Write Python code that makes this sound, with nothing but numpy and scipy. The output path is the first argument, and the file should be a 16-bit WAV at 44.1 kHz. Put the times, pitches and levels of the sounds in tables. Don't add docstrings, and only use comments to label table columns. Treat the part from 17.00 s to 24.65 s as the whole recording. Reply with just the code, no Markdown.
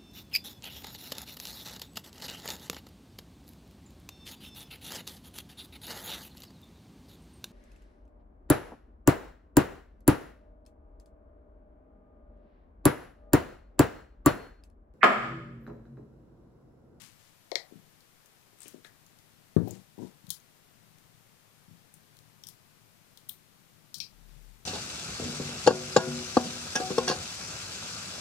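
import sys
import numpy as np
from scipy import signal
from scipy.fft import rfft, irfft
from scipy.io import wavfile

SR = 44100
rng = np.random.default_rng(int(sys.argv[2]) if len(sys.argv) > 2 else 0)


def dump_mix(stems):
    frames = np.atleast_2d(stems).T
    limited = np.clip(frames, -1, 1)
    pcm = np.round(limited * 32767).astype(np.int16)
    wavfile.write(sys.argv[1], SR, pcm)


def to_linear_factor(level_db):
    exponent = np.asarray(level_db, float) / 20
    return 10 ** exponent


N = 337453


def at_hz(points, hz):
    point_hz, value = np.array(points).T
    return np.interp(np.log(hz), np.log(point_hz), value)


def curve(rows):
    s, level_db = np.transpose(rows)
    return to_linear_factor(np.interp(np.arange(N) / SR, s, level_db, left=-150))


def rms_one(x):
    return x / np.sqrt(np.mean(x ** 2) + 1e-20)


def band(x, low_hz, high_hz):
    edges = np.clip([low_hz, high_hz], 10, .45 * SR)
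    return signal.sosfilt(signal.butter(2, edges, "band", fs=SR, output="sos"), x)


def above(x, hz):
    return signal.sosfilt(signal.butter(4, hz, "high", fs=SR, output="sos"), x)


def below(x, hz, order):
    return signal.sosfilt(signal.butter(order, hz, fs=SR, output="sos"), x)


def ring(clicks, hz, t60):
    r = to_linear_factor(-60 / (t60 * SR))
    w = 2 * np.pi * hz / SR
    return signal.lfilter([0, np.sin(w)], [1, -2 * r * np.cos(w), r * r], clicks + 1e-18)


def resonant_noise(hz, width_hz):
    t60 = np.log(1000) / np.pi / width_hz
    return rms_one(ring(rng.standard_normal(N), hz, t60))


def coloured_noise(spectrum):
    hz = np.maximum(np.arange(N // 2 + 1) * SR / N, 1)
    return rms_one(irfft(rfft(rng.standard_normal(N)) * to_linear_factor(at_hz(spectrum, hz)), N))


def add(out, s, sound, peak_db):
    i = round(s * SR)
    peak = np.abs(np.atleast_2d(sound).sum(axis=0)).max()
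    out[..., i:i + sound.shape[-1]] += to_linear_factor(peak_db) * sound / peak


def crack(x, low_hz):
    dull = below(x, 12100, order=1)
    edge = signal.ellip(5, 1, 38, low_hz, "high", fs=SR, output="sos")
    return rms_one(signal.sosfilt(edge, dull) + to_linear_factor(-21.5) * above(dull, low_hz / 4))


def snaps():
    # (time [s], peak [dB], resonance [Hz], broad crack [dB])
    scales = [(1.006, -47, 4620, 0), (3.268, -38, 4530, 3), (3.292, -35, 7000, 8), (3.296, -40, 4000, -6),
              (3.306, -27, 3960, -5), (3.3041, -11, 10740, 12), (3.401, -47, 6550, -8),
              (3.985, -43, 6400, 17), (5.169, -39, 4930, 16), (5.189, -38, 4960, 20),
              (5.437, -31, 5700, -2), (5.4383, -39, 3460, -11), (5.4693, -27.5, 9250, 3),
              (5.4692, -31.5, 5350, -6), (5.487, -24.5, 11600, 6), (6.174, -33.5, 3460, 6.5),
              (6.289, -31, 11500, -7), (6.2938, -26, 3580, -3.5)]
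    # (time [s], peak [dB], resonance [Hz], broad crack [dB])
    flakes = [(0.0187, -32, 3000, 18), (1.259, -43.5, 8100, 15), (1.5865, -47, 10000, 4),
              (1.605, -30.5, 8500, -11), (1.6182, -33, 8700, -4), (1.63, -38, 5800, 19),
              (1.632, -32.5, 8800, -19), (1.6812, -28.5, 9600, 20), (2.0642, -44, 7340, 9),
              (2.188, -40, 3930, 16), (2.564, -42, 3800, -4), (2.682, -37, 14600, -17),
              (2.7087, -26, 7600, -2), (4.94, -34, 9700, 10), (6.292, -19, 13900, 1.5),
              (6.984, -34, 9200, -2)]
    # (time [s], peak [dB], resonance [Hz], crackle [s])
    wood = [(1.6556, -46, 2770, 0.078), (1.845, -50, 1260, 0.024), (1.847, -38, 3900, 0.017),
            (1.849, -50, 2440, 0.023), (1.8475, -39, 1810, 0.0071), (1.873, -54, 1770, 0.0098),
            (2.565, -38, 1686, 0.015), (2.566, -36.5, 1240, 0.17), (2.674, -35, 710, 0.048),
            (2.985, -45.5, 850, 0.023), (3.018, -51.5, 920, 0.012)]
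    # (time, peak, resonance, broad crack, lower edge [Hz], crackle [s])
    rows = [(s, db, hz, broad_db, 3160, .009) for s, db, hz, broad_db in scales]
    rows += [(s, db, hz, broad_db, 0.61 * hz, 0.0123) for s, db, hz, broad_db in flakes]
    rows += [(s, db, hz, -14, 1000, t60) for s, db, hz, t60 in wood]

    out, t = np.zeros((2, N)), np.arange(SR // 12) / SR
    grits = rng.standard_normal((len(rows), len(t)))
    for (s, peak_db, hz, broad_db, low_hz, t60), grit in zip(rows, grits):
        crackle = to_linear_factor(-9.0) * grit * to_linear_factor(-60 * t / max(t60, .002))
        burst = np.array([t == 0, crackle])
        narrow = band(burst, hz / 1.144, hz * 1.11)
        ringing = rms_one(band(narrow, hz / 1.3, hz * 1.27))
        add(out, s, ringing + to_linear_factor(broad_db) * crack(burst, low_hz), peak_db)
    return out


def struck(events, resonances, split_hz):
    out, click = np.zeros(N), np.eye(1, SR // 10)[0]
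    for s, peak_db, hollow_db, sharp_db in events:
        body = to_linear_factor(sharp_db) * crack(click, 4700)
        for hz, width, db in resonances:
            once = band(click, hz - width / 2, hz + width / 2)
            twice = band(once, hz - width, hz + width)
            body = body + to_linear_factor(db + hollow_db * (hz < split_hz)) * rms_one(twice)
        add(out, s, body, peak_db)
    return out


def cap_on_neck():
    # (time [s], peak [dB], hollow part [dB], sharp part [dB])
    clacks = [
        (.5163, -20.5, 8.5, -12),
        (.5553, -8.5, -11.5, -13.5),
    ]
    # (frequency [Hz], width [Hz], level [dB])
    cap_modes = [(430, 190, 3.5), (573, 79, 3), (680, 166, 3), (990, 270, -8), (1440, 500, -15.5),
                 (2063, 350, 4.5), (2780, 780, -14.5), (3490, 520, -0.5), (4240, 570, 7), (5340, 980, 4),
                 (7000, 3000, -3.5)]
    return struck(clacks, cap_modes, split_hz=1000)


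def stick_on_cone():
    # (time [s], peak [dB], hollow part [dB], sharp part [dB])
    ticks = [
        (6.943, -20.5, -15, 2),
        (7.002, -15.5, 10.5, -9.5),
    ]
    # (frequency [Hz], width [Hz], level [dB])
    stick_modes = [(2480, 350, -19), (3490, 760, -4.5), (4420, 1120, 3), (5300, 700, 4)]
    return struck(ticks, stick_modes, split_hz=3000)


def thuds():
    # (frequency [Hz], level [dB], decay t60 [s])
    table_modes = [(101.1, -18.5, 0.5), (113.2, -12, 0.43), (152, -19, 0.15), (175, -4.5, 0.2),
                   (189.4, -12, 0.64), (252.2, -17, 0.26), (271, 9.5, 0.019), (266, -28.5, .2),
                   (305, -16.5, 0.137), (359, -19, 0.08), (408, -1, 0.021), (609, -16, 0.1),
                   (692, -18, 0.11), (900, -16.5, 0.066)]
    # (time [s], strength [dB], contact [Hz], lowest [Hz], time until the hand damps the top [s])
    set_down = [
        (2.5641, -3.5, 507, 93, 0.23),
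        (2.674, -27, 900, 300, 0.079),
        (2.729, -35.5, 500, 152, 0.07),
    ]
    # (time [s], strength [dB], contact, the harder the higher [Hz])
    touches = [(.012, -46.5, 226), (0.039, -56, 225), (.712, -48, 800), (.722, -35.5, 480),
               (0.755, -35.5, 300), (1.53, -51, 560), (1.657, -42, 600), (1.735, -49, 520),
               (1.743, -33.5, 510), (1.771, -72, 430), (1.849, -46.5, 920), (3.239, -43, 201),
               (3.28, -40.5, 175), (4.68, -45, 200), (4.709, -42, 199), (4.734, -51, 220), (5.46, -48, 220),
               (6.298, -48, 213), (6.97, -46, 203)]
    taps = [(s, db, hz, max(0.46 * hz, 111), 0.039) for s, db, hz in touches]
    roll = []
    for k, late in enumerate(rng.random(size=8)):
        s = 2.977 + .0095 * (k + late / 2)
        roll.append((s, -32 + 2 * np.sin(np.pi * k / 8), 523, 136, 0.05))
    rows = [*set_down, *taps, *roll]

    out, t = np.zeros(N), np.arange(SR // 2) / SR
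    shudder = to_linear_factor(-40 - 60 * t / 0.44) * rng.standard_normal((len(rows), len(t)))
    lucks = rng.standard_normal((len(rows), len(table_modes)))
    for (s, blow_db, contact_hz, low_hz, free_s), shake, luck in zip(rows, shudder, lucks):
        push = below((t == 0) + shake, contact_hz, order=3)
        body = sum(to_linear_factor(db + z) * ring(push, hz, t60) for (hz, db, t60), z in zip(table_modes, luck))
        hand = np.exp(-np.maximum(t - free_s, 0) / 0.018)
        add(out, s, above(body, low_hz) * hand, blow_db)
    return out


def rustle():
    # (start [s], length [s], level [dB])
    brushes = [(-.04, 0.2, -50), (0.136, 0.28, -63), (1.563, 0.25, -53.5), (1.832, 0.071, -55.5),
               (2.62, 0.26, -56), (2.963, 0.21, -60.5), (7.12, 0.73, -66)]
    grains = rng.standard_normal(N) * to_linear_factor(4.2 * np.minimum(rng.exponential(1, N), 5))
    t = np.arange(N) / SR
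    shape = np.array([0, 0.23, 0.23 + 0.26, 1])
    strokes = 0
    for s, length, db in brushes:
        swell_db = np.interp(t, s + length * shape, [-20, 0, 0, -20], -99, -99)
        strokes = strokes + to_linear_factor(db + swell_db)
    return strokes * rms_one(band(grains, 1130, 9400))


def room(x):
    # (frequency [Hz], t60 [s])
    room_t60 = [(100, 0.2), (350, 0.2), (650, 0.43), (2000, 0.16), (5000, 0.18), (14000, 0.18)]
    # (time [s],
    # spread [s], level [dB])
    echoes = [(.010, 0.016, -0.5), (0.022, 0.012, -1), (0.03, 0.0026, 0.5)]
    t = np.arange(SR // 2) / SR
    edges = 60 * 2 ** np.arange(0, 8.6, .5)
    white = rng.standard_normal((len(edges) - 1, len(t)))
    tail = 0
    for w, lo, hi in zip(white, edges, edges[1:]):
        tail = tail + band(w, lo, hi) * to_linear_factor(-60 * t / at_hz(room_t60, lo))
    clumps_db = sum(db * np.exp(-((t - s) / spread) ** 2) for s, spread, db in echoes)
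    tail = tail * (1 - np.exp(-t / 0.00045)) * to_linear_factor(clumps_db)
    response = to_linear_factor(2.5) * tail / np.sqrt(np.sum(tail ** 2))
    response[round(.0018 * SR)] += to_linear_factor(-6)
    return signal.fftconvolve(x, response)[:N]


def traffic():
    # (time [s], level [dB])
    rumble = [(0, -64), (.6, -81), (.75, -71), (1.2, -77), (1.8, -69), (3.6, -71), (4.07, -67), (4.4, -73),
              (4.83, -68.5), (6.7, -69.5), (6.9, -66.5), (7.65, -65)]
    # (frequency [Hz], width [Hz], level [dB])
    drone_modes = [(114, 9.5, -1), (152.8, 8.1, 0), (198, 42, -2.5), (300, 135, -8.5)]
    drone = sum(to_linear_factor(db) * resonant_noise(hz, width_hz) for hz, width_hz, db in drone_modes)
    return to_linear_factor(6.5) * curve(rumble) * rms_one(band(drone, 48, 500))


def far_engine():
    # (time [s], level [dB])
    passing = [(7.05, -73), (7.072, -75), (7.146, -53), (7.318, -43.5), (7.53, -45), (7.592, -56),
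               (7.65, -59)]
    firing_hz, width_hz = 38.85, 7.1
    tone = np.sin(2 * np.pi * firing_hz * np.arange(N) / SR)
    engine = tone + to_linear_factor(-22.0) * band(resonant_noise(firing_hz, width_hz), 14, 48)
    return to_linear_factor(-4.5) * curve(passing) * rms_one(engine)


def input_hiss():
    # (frequency [Hz], density [dB per Hz])
    air = [(20, 2.5), (60, -7), (120, 3), (400, -2), (1500, -5.5), (4000, -9.5), (8000, -12.5),
           (16000, -13.5)]
    # (frequency [Hz], density [dB per Hz])
    idle = [(20, -20), (60, -27), (130, -0.5), (300, -2), (1000, -1.5), (4000, -2.5), (7000, -4.5),
            (16000, -4.5)]
    hiss = np.array([to_linear_factor(-59.5) * coloured_noise(air), to_linear_factor(-66) * coloured_noise(idle)])
    return signal.sosfilt(signal.cheby2(12, 60, 16050 + 250, fs=SR, output="sos"), hiss)


def scene():
    clicks, crackle = snaps()
    cap, stick, blows = cap_on_neck(), stick_on_cone(), thuds()
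    returns = room(clicks + stick + to_linear_factor(-10) * cap + to_linear_factor(-8.5) * blows)
    near = clicks + crackle + cap + stick + blows + returns
    left = above(near, 60) + rustle() + traffic() + far_engine()
    return np.array([left, np.zeros(N)])


def roll_off(x):
    return signal.sosfilt(signal.butter(12, 16680, fs=SR, output="sos"), x)


def record(dry):
    top = signal.cheby2(12, 60, 16900, fs=SR, output="sos")
    mix = signal.sosfilt(top, dry) + input_hiss()
    return roll_off(mix)


dry = scene()
out = record(dry)
dump_mix(out)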